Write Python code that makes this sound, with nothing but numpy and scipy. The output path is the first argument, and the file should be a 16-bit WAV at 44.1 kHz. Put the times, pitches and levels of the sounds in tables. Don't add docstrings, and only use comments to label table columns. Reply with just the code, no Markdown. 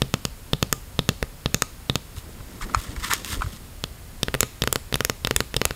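import sys
import numpy as np
from scipy import signal
from scipy.fft import rfft, irfft, next_fast_len
from scipy.io import wavfile
from scipy.ndimage import uniform_filter1d, map_coordinates

SR = 44100
rng = np.random.default_rng(int(sys.argv[2]) if len(sys.argv) > 2 else 0)


def voltage_ratio(decibels):
    exponent = np.asarray(decibels, float) / 20
    return 10 ** exponent


def int16_out(signal):
    q = np.round(np.clip(np.atleast_2d(signal).T, -1, 1) * 32767)
    wavfile.write(sys.argv[1], SR, q.astype(np.int16))


N = 253575

# (time [s], nail ring peak [dB], cup push re ring [dB], hardness re ring [dB])
MIDDLE_TAPS = [
    (0.0191, -9.5, -14.5, -14.5),
    (0.5331, -11, -14, -14),
    (0.9911, -11, -14, -16),
    (1.4593, -12, -14.5, -22),
    (1.8975, -13, -13.5, -19),
    (4.2312, -11, -18.5, -8.5),
    (4.6201, -12, -17, -9),
    (4.942, -11, -19, -11.5),
    (5.2483, -13.5, -18, -13),
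    (5.5652, -13, -18, -9.5),
]
OFF_MIDDLE_TAPS = [
    (0.1399, -10, -14.5, -7),
    (0.252, -15.5, -15.5, 2.5),
    (0.627, -8, -16.5, -9),
    (1.09, -5.5, -16.5, -6.5),
    (1.5444, -8, -17, 0.5),
    (1.956, -11, -18.5, -3),
    (3.8393, -14.5, -21, -8),
]
RIM_TAPS = [
    (0.7268, -20.5, -10, 5.4),
    (1.6212, -17, -14.5, 0.67),
]
TOP_EDGE_TAPS = [
    (3.1354, -14.5, -33, 1),
    (3.2466, -20, -45, -7.5),
    (4.4061, -15, -20, 11.5),
    (4.7269, -13.5, -23, 5),
    (5.049, -11, -25, -2),
    (5.363, -7.5, -28.5, -2),
    (5.6533, -10.5, -25.5, -1),
]
FAR_LENS_TAPS = [
    (4.4301, -13.5, -9, -6.5),
    (4.6744, -13, -11, -8),
    (4.758, -14, -10.5, -6.5),
    (5.006, -13, -11.5, -11),
    (5.0975, -14, -10, -4.5),
    (5.3098, -12.5, -11, -10.5),
    (5.4047, -12, -11, -9.5),
    (5.6156, -10.5, -12.5, -12),
]
GLANCING_TAPS = [
    (1.2271, -16.5, -7, -14),
    (4.2834, -16.5, -10.5, -20),
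    (4.3417, -11.5, -14, -15.5),
    (4.3494, -16.5, -9, -13),
    (4.6377, -15, -11, -6.5),
    (4.9259, -17, -10, -11),
    (4.9561, -17, -13, -4),
    (5.2718, -11.5, -17, -10.5),
    (5.542, -15.5, -15.5, -18),
    (5.7084, -17, -11.5, -18),
]
# (time of its tap [s], delay [s], level [dB])
BOUNCE = (5.5652, .0022, -3)
# (frequency [Hz], life [s], signed size [1])
SWINGS = [
    (120, 0.0046, 1.77),
    (134, 0.005, 1.67),
    (139, 0.0044, 1.6),
    (90, 0.0067, 0.33),
    (174, .004, 0.62),
    (137, 0.0041, 0.73),
]
# (lens [dB], tip [dB])
SPOT_DB = [
    (-3, -11),
    (0.5, -15.5),
    (7, -10),
    (0, -8),
    (0.7, -11),
    (2, -7),
]
# (frequency [Hz], t60 [s], level at each of the six spots [dB] x 6)
CUP_MODES = [(133, 0.099, -8.5, -21, -10, -31, -11.5, -17),
             (255, 0.093, -17.5, -21, -18, -19, -23.5, -25.5), (432.7, 0.015, 0, -1.5, 2.5, 10.5, 1, -0.5),
             (60, 0.054, -2.5, -21, -1, 6.5, -43, -3), (1222, 0.15, -31, -32, -15, -27, -29, -30)]
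LENS_MODES = [(973, 0.0095, -8, -21, -19, -5, 1.5, -6.5), (1284, 0.012, -2, -1, 9.5, 0, -14, -30),
              (1465, 0.012, -25, -6.5, -14, 2.5, 5, 2), (1760, 0.016, 4, -0.5, 6, 5, -9.5, -7.5),
              (1995, 0.0071, -35, -14, -9, -8, 5.5, 2.5)]
NAIL_MODES = [(2647, 0.035, -9.5, -10.5, -6, -9.5, -16, -9.5), (3040, 0.014, 1, -5, -2, -15, -0.5, -9),
              (3475, 0.014, 2, 0, 1, -0.5, -6.5, -6.5), (3712, 0.019, 0.5, -14, 1, -16, -9, -11),
              (4294, 0.012, -6, -4.5, 3.5, -15, -1, -13)]
EDGE_MODES = [(4936, 0.018, 1.5, -8, -0.5, -11.5, -18, -18), (5524, 0.015, 4, -10, -1, -14, 1, -9),
              (6530, 0.0067, -4, 2, 12, 1.5, 3.5, -1), (7170, 0.0061, 2, 0.5, 10.5, 4, 2, -3),
              (7810, 0.0094, -8, -4, -9.5, 0.5, 0, -10), (8420, 0.008, 4, -9, 9, -28, -21, -16)]
TIP_MODES = [(9240, 0.01, 6, -2, 0, 0.5, -6, -9), (9900, 0.013, -7, -3, -32, -6, -7, -12),
             (11160, 0.011, 1, -23, -24, 3, -13, -7), (12130, 0.023, -8, -7, -7, -8, 3, -9),
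             (13400, 0.0038, -17, -5, 15, -18, -8, -7)]
# (time [s], peak [dB], brightness [dB])
CREAKS = [(2.167, -37, -5), (2.403, -31.5, -14), (2.61, -24.5, -11), (2.627, -24.5, 4), (2.64, -34, 13),
          (2.696, -30, -6), (2.781, -33, -6), (2.962, -27.5, 6.5), (3.102, -23, -13), (3.113, -15.5, 0),
          (3.125, -11, 1), (3.328, -28, 8), (3.408, -26.5, -16), (3.419, -10.5, -16), (3.436, -31, -12),
          (3.461, -30, -17)]
# (time [s], level [dB])
KNOCK = (2.7468, 1.6)
# (frequency [Hz], t60 [s], level [dB])
KNOCK_MODES = [(975, 0.0046, -5), (1240, 0.0077, 4.5), (1340, 0.072, -25), (2510, 0.0091, -13),
               (3150, 0.0076, -19), (4300, 0.0071, -7), (5300, .01, -16), (6850, 0.0046, -3),
               (8630, 0.0065, -10.5)]
# (time [s], length [s], scrape [dB], pressure [dB])
STROKES = [(2.163, 0.042, -45, -9.5), (2.611, 0.029, -37, 1), (2.687, 0.023, -46, 4),
           (2.739, 0.023, -38.5, 5), (2.772, 0.072, -37, -5.5), (2.839, 0.093, -44.5, 0),
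           (2.967, 0.042, -46, 0), (2.99, 0.049, -41.5, -2), (3.027, 0.048, -30.5, -2),
           (3.063, 0.031, -33.5, -5.5), (3.103, 0.039, -24.5, 0.5), (3.133, 0.046, -35, -2),
           (3.177, 0.12, -43.5, -2), (3.252, 0.042, -35, -6.5), (3.269, 0.09, -36, -8),
           (3.314, 0.044, -32.5, -5), (3.35, 0.074, -42, -7), (3.412, 0.038, -42, 0),
           (3.45, 0.079, -50, 0.5), (3.516, 0.054, -46, -3.5)]
# (time [s], rumble [dB])
HOLD = [
    (2.1, -69),
    (2.2, -52),
    (2.4, -49),
    (2.7, -39.5),
    (2.95, -44),
    (3.08, -43),
    (3.27, -44.5),
    (3.4, -39.5),
    (3.75, -56.5),
]
# body, scrape, hiss [dB]
CREEP_DB = [-11.5, -11, -13]
# (frequency [Hz], width [Hz], level [dB])
FRAME_PEAKS = [(1030, 225, 7.75), (1390, 256, 8.8), (1717, 270, 9.3), (2160, 510, 6.1)]
SCRAPE_PEAKS = [(2680, 960, 0.72), (3730, 1080, 4.17), (4950, 1770, 3.4), (6780, 2530, 2.2),
                (8920, 1640, 0.5)]
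HISS_PEAKS = [(12400, 12000, 7), (14500, 550, 4)]
PALM_PEAKS = [(182, 114, 8), (496, 680, 1.5)]
# (time [s], signed pressure [1], frequency [Hz])
SHOVES = [(2.181, -0.06, 79), (2.409, -0.038, 90), (2.639, 0.068, 30), (2.772, -0.16, 74.5),
          (2.792, -0.073, 56), (2.895, 0.08, 77.5), (2.981, -0.093, 55), (3.027, -0.046, 45.2),
          (3.107, -0.05, 70), (3.336, 0.073, 79), (3.38, -0.08, 60), (3.398, 0.12, 42.7),
          (3.448, 0.084, 90), (3.47, 0.13, 81.4)]
# (frequency [Hz], level sent back [dB])
SOFT_WALLS = [(150, 12), (1200, -1.5), (3600, -3.5), (7000, -5.5), (10000, -6.5), (15000, -14)]
# (frequency [Hz], t60 [s])
ROOM_T60 = [(150, 0.16), (1200, 0.28), (4000, 0.54), (8000, 0.35), (15000, 0.45)]
# (frequency [Hz], density [dB per Hz])
QUIET = [(12, -30), (20, 5), (77, 2.5), (200, -11), (230, -10.5), (305, -15), (342, -16), (599, -18.5),
         (729, -21), (939, -20.5), (3620, -26.5), (15700, -27), (16100, -65)]

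BEND_DB_PER_PUSH_DB, TICK_DB_PER_HARD_DB = 0.44, 0.83
CHOKE_S = 0.0065
UPPER_DB, UPPER_DB_PER_BRIGHT_DB = 3, 0.49
CREAK_RISE_S, CREAK_T60_S = 0.0006, 0.026
HISS_DB, HISS_DB_PER_PRESS_DB = -8.5, -0.6
GRIP_S, LET_GO_S, SAG = 0.018, 0.03, 0.75
PALM_LUMP_DB = 2.5
QUIET_DB = -40


def unit(x):
    return x / np.sqrt(np.mean(x ** 2) + 1e-20)


def along(points, hz):
    point_hz, values = np.transpose(points)
    return np.interp(np.log(hz + 1), np.log(point_hz + 1), values)


def filtered(x, response):
    size = next_fast_len(N + SR // 2)
    spectrum = rfft(x, size) * response(np.fft.rfftfreq(size, 1 / SR))
    return irfft(spectrum, size)[:N]


def resonant(peaks):
    def response(f):
        total = 0
        for k, (hz, width, db) in enumerate(peaks):
            total = total + (-1) ** k * voltage_ratio(db) * 1j * f * width / (hz * hz - f * f + 1j * f * width)
        return total
    return response


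def wobble(rate_hz):
    knots = rng.standard_normal(int(N * rate_hz / SR) + 4)
    return map_coordinates(knots, [np.arange(N) * rate_hz / SR])


def add(track, s, sound):
    track[round(s * SR):][:len(sound)] += sound


def ring(modes, spot, t, phase, attack_s):
    hz, t60, *spots_db = np.transpose(modes)[:, :, None]
    detune = 0.012 * rng.standard_normal((len(modes), 1))
    spread_db = 1.5 * rng.standard_normal((len(modes), 1))
    phases = phase - 1.92 * np.arange(len(modes))[:, None]
    waves = np.sin(2 * np.pi * hz * (1 + detune) * t + phases)
    decays = voltage_ratio(spots_db[spot] + spread_db - 60 * t / t60)
    return (decays * waves).sum(0) * (1 - np.exp(-t / attack_s))


def room(sound):
    hz, t, z = signal.stft(rng.standard_normal(SR // 3), SR, nperseg=256)
    z = z * voltage_ratio(along(SOFT_WALLS, hz)[:, None])
    z = z * voltage_ratio(-60 * t / along(ROOM_T60, hz)[:, None])
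    tail = signal.istft(z, SR, nperseg=256)[1]
    tail = tail * np.clip((np.arange(len(tail)) / SR - 0.004) / 0.0057, 0, 1)
    return signal.fftconvolve(sound, tail / np.sqrt(SR / 100))


def taps():
    track = np.zeros(N + SR)
    tables = (MIDDLE_TAPS, OFF_MIDDLE_TAPS, RIM_TAPS, TOP_EDGE_TAPS, FAR_LENS_TAPS, GLANCING_TAPS)
    for spot, table in enumerate(tables):
        spot_lens_db, spot_tip_db = SPOT_DB[spot]
        for s, db, push_db, hard_db in table:
            lens_db = spot_lens_db + BEND_DB_PER_PUSH_DB * push_db
            tip_db = spot_tip_db + TICK_DB_PER_HARD_DB * hard_db
            tap(track, spot, s, db, push_db, lens_db, hard_db, tip_db)
    return track[:N]


def tap(track, spot, s, db, push_db, lens_db, edge_db, tip_db):
    t = np.arange(SR // 8) / SR
    push = voltage_ratio(db + push_db + 11.5) * cup_push(spot, t)
    click = voltage_ratio(db) * nail_click(spot, t, lens_db, edge_db, tip_db)
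    add(track, s, push + click)
    bounce_s, delay_s, bounce_db = BOUNCE
    if abs(s - bounce_s) < 0.003:
        add(track, s + delay_s, voltage_ratio(bounce_db) * (push + click * voltage_ratio(-60 * t / 0.016)))
    add(track, s, room(voltage_ratio(-14.5 - 60 * t / 0.0052) * click + voltage_ratio(-24) * push))
    add(track, s + 0.0135, voltage_ratio(-26) * push)


def cup_push(spot, t):
    hz, life_s, size = SWINGS[spot]
    swing = size * np.cos(2 * np.pi * hz * t) * np.exp(-(t / life_s) ** 2)
    swing *= np.clip(t / 0.00022, 0, 1) ** 2
    air = sum(ring([mode], spot, t, phase=0.56, attack_s=0.029 * mode[1]) for mode in CUP_MODES)
    return swing + air


def nail_click(spot, t, lens_db, edge_db, tip_db):
    click = voltage_ratio(lens_db - 1.5) * ring(LENS_MODES, spot, t, phase=0.065, attack_s=0.0001)
    click += voltage_ratio(-4) * ring(NAIL_MODES, spot, t, phase=3.2, attack_s=0.0001)
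    click += voltage_ratio(edge_db - 2) * ring(EDGE_MODES, spot, t, phase=0.077, attack_s=0.00008)
    click += voltage_ratio(tip_db + 1) * ring(TIP_MODES, spot, t, phase=0.15, attack_s=0.00005)
    click += voltage_ratio(tip_db + 15.5 - 60 * t / 0.0061) * rng.standard_normal(len(t))
    late = t - 0.00025
    click += voltage_ratio(-1) * np.cos(2 * np.pi * late / 0.00021) * np.exp(-(late / 0.00012) ** 2)
    return click * np.exp(-(t / CHOKE_S) ** 2)


def creaks():
    lower, upper, scrape = np.zeros((3, N + SR))
    t = np.arange(SR // 20) / SR
    for s, db, bright_db in CREAKS:
        burst = voltage_ratio(db - 60 * t / CREAK_T60_S) * np.clip(t / CREAK_RISE_S, 0, 1)
        burst = burst * rng.standard_normal(len(t))
        add(lower, s, voltage_ratio(6) * burst)
        add(upper, s, voltage_ratio(UPPER_DB + UPPER_DB_PER_BRIGHT_DB * bright_db) * burst)
        add(scrape, s, voltage_ratio(bright_db - 7) * burst)
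    sound = filtered(lower[:N], resonant(FRAME_PEAKS[:2]))
    sound += filtered(upper[:N], resonant(FRAME_PEAKS[2:]))
    sound += filtered(scrape[:N], resonant(SCRAPE_PEAKS))
    return sound


def frame_knock():
    track, t = np.zeros(N), np.arange(SR // 20) / SR
    s, db = KNOCK
    knock = voltage_ratio(db) * ring(KNOCK_MODES, 0, t, phase=3.1, attack_s=0.0013)
    crack = uniform_filter1d(rng.standard_normal(len(t)), size=4)
    knock += voltage_ratio(db - 19 - 60 * t / 0.012) * np.clip(t / 0.0009, 0, 1) * crack
    add(track, s, knock)
    add(track, s, room(voltage_ratio(-21) * knock))
    return track


def rub():
    t = np.arange(N) / SR
    hold = voltage_ratio(np.interp(t, *np.transpose(HOLD), left=-120, right=-120))
    force = hold * voltage_ratio([*CREEP_DB, 0])[:, None]
    for s, length_s, db, press_db in STROKES:
        corners_s = [-GRIP_S / 2, GRIP_S / 2, length_s - LET_GO_S / 4, length_s + LET_GO_S * 3 / 4]
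        shape = np.interp(t - s, corners_s, [0, 1, SAG, 0])
        levels = voltage_ratio(db + np.array([press_db, 0, HISS_DB + HISS_DB_PER_PRESS_DB * press_db]))
        force[:3] = np.maximum(force[:3], levels[:, None] * shape)
    force[3] *= voltage_ratio(PALM_LUMP_DB * wobble(14))
    slips = voltage_ratio(3.2 * wobble(800) + 1.3 * wobble(180))
    sound = np.zeros(N)
    for body_force, peaks in zip(force, (FRAME_PEAKS, SCRAPE_PEAKS, HISS_PEAKS, PALM_PEAKS)):
        response = resonant(peaks)
        grains = slips * voltage_ratio(1.5 * wobble(25.42)) * rng.standard_normal(N)
        sound += body_force * unit(filtered(grains, lambda f: response(f) ** 2))
    return sound


def shoves():
    t = np.arange(N) / SR
    sound = np.zeros(N)
    for s, size, hz in SHOVES:
        sound += size * np.cos(2 * np.pi * hz * (t - s)) * np.exp(-(2 * hz * (t - s)) ** 2)
    return sound


def quiet():
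    noise = filtered(rng.standard_normal(N), lambda hz: voltage_ratio(along(QUIET, hz)))
    return voltage_ratio(QUIET_DB + 0.11 * wobble(3.1)) * unit(noise)


def scene():
    return (taps() + creaks() + frame_knock() + rub() + shoves() + quiet())[None]


def top_cut(x):
    return signal.sosfilt(signal.butter(12, 17150, fs=SR, output="sos"), x)


def record(dry):
    def microphone(f):
        dip = (5950 ** 2 - f * f + 1j * f * 60) / (5950 ** 2 - f * f + 1j * f * 250)
        low_cut = 1j * f / (12 + 1j * f)
        soft_top = 1 / (1 + 1j * f / 20000)
        return dip * low_cut * soft_top

    x = filtered(dry[0], microphone)
    x = x / (1 + np.abs(x / 0.73) ** 10) ** (1 / 10)
    band_limit = [(15300, -0.5), (16000, -10), (17000, -35), (17200, -90)]  # (Hz, dB)
    x = filtered(x, lambda f: voltage_ratio(along(band_limit, f)))
    return top_cut(x[None])


dry = scene()
out = record(dry)
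int16_out(out)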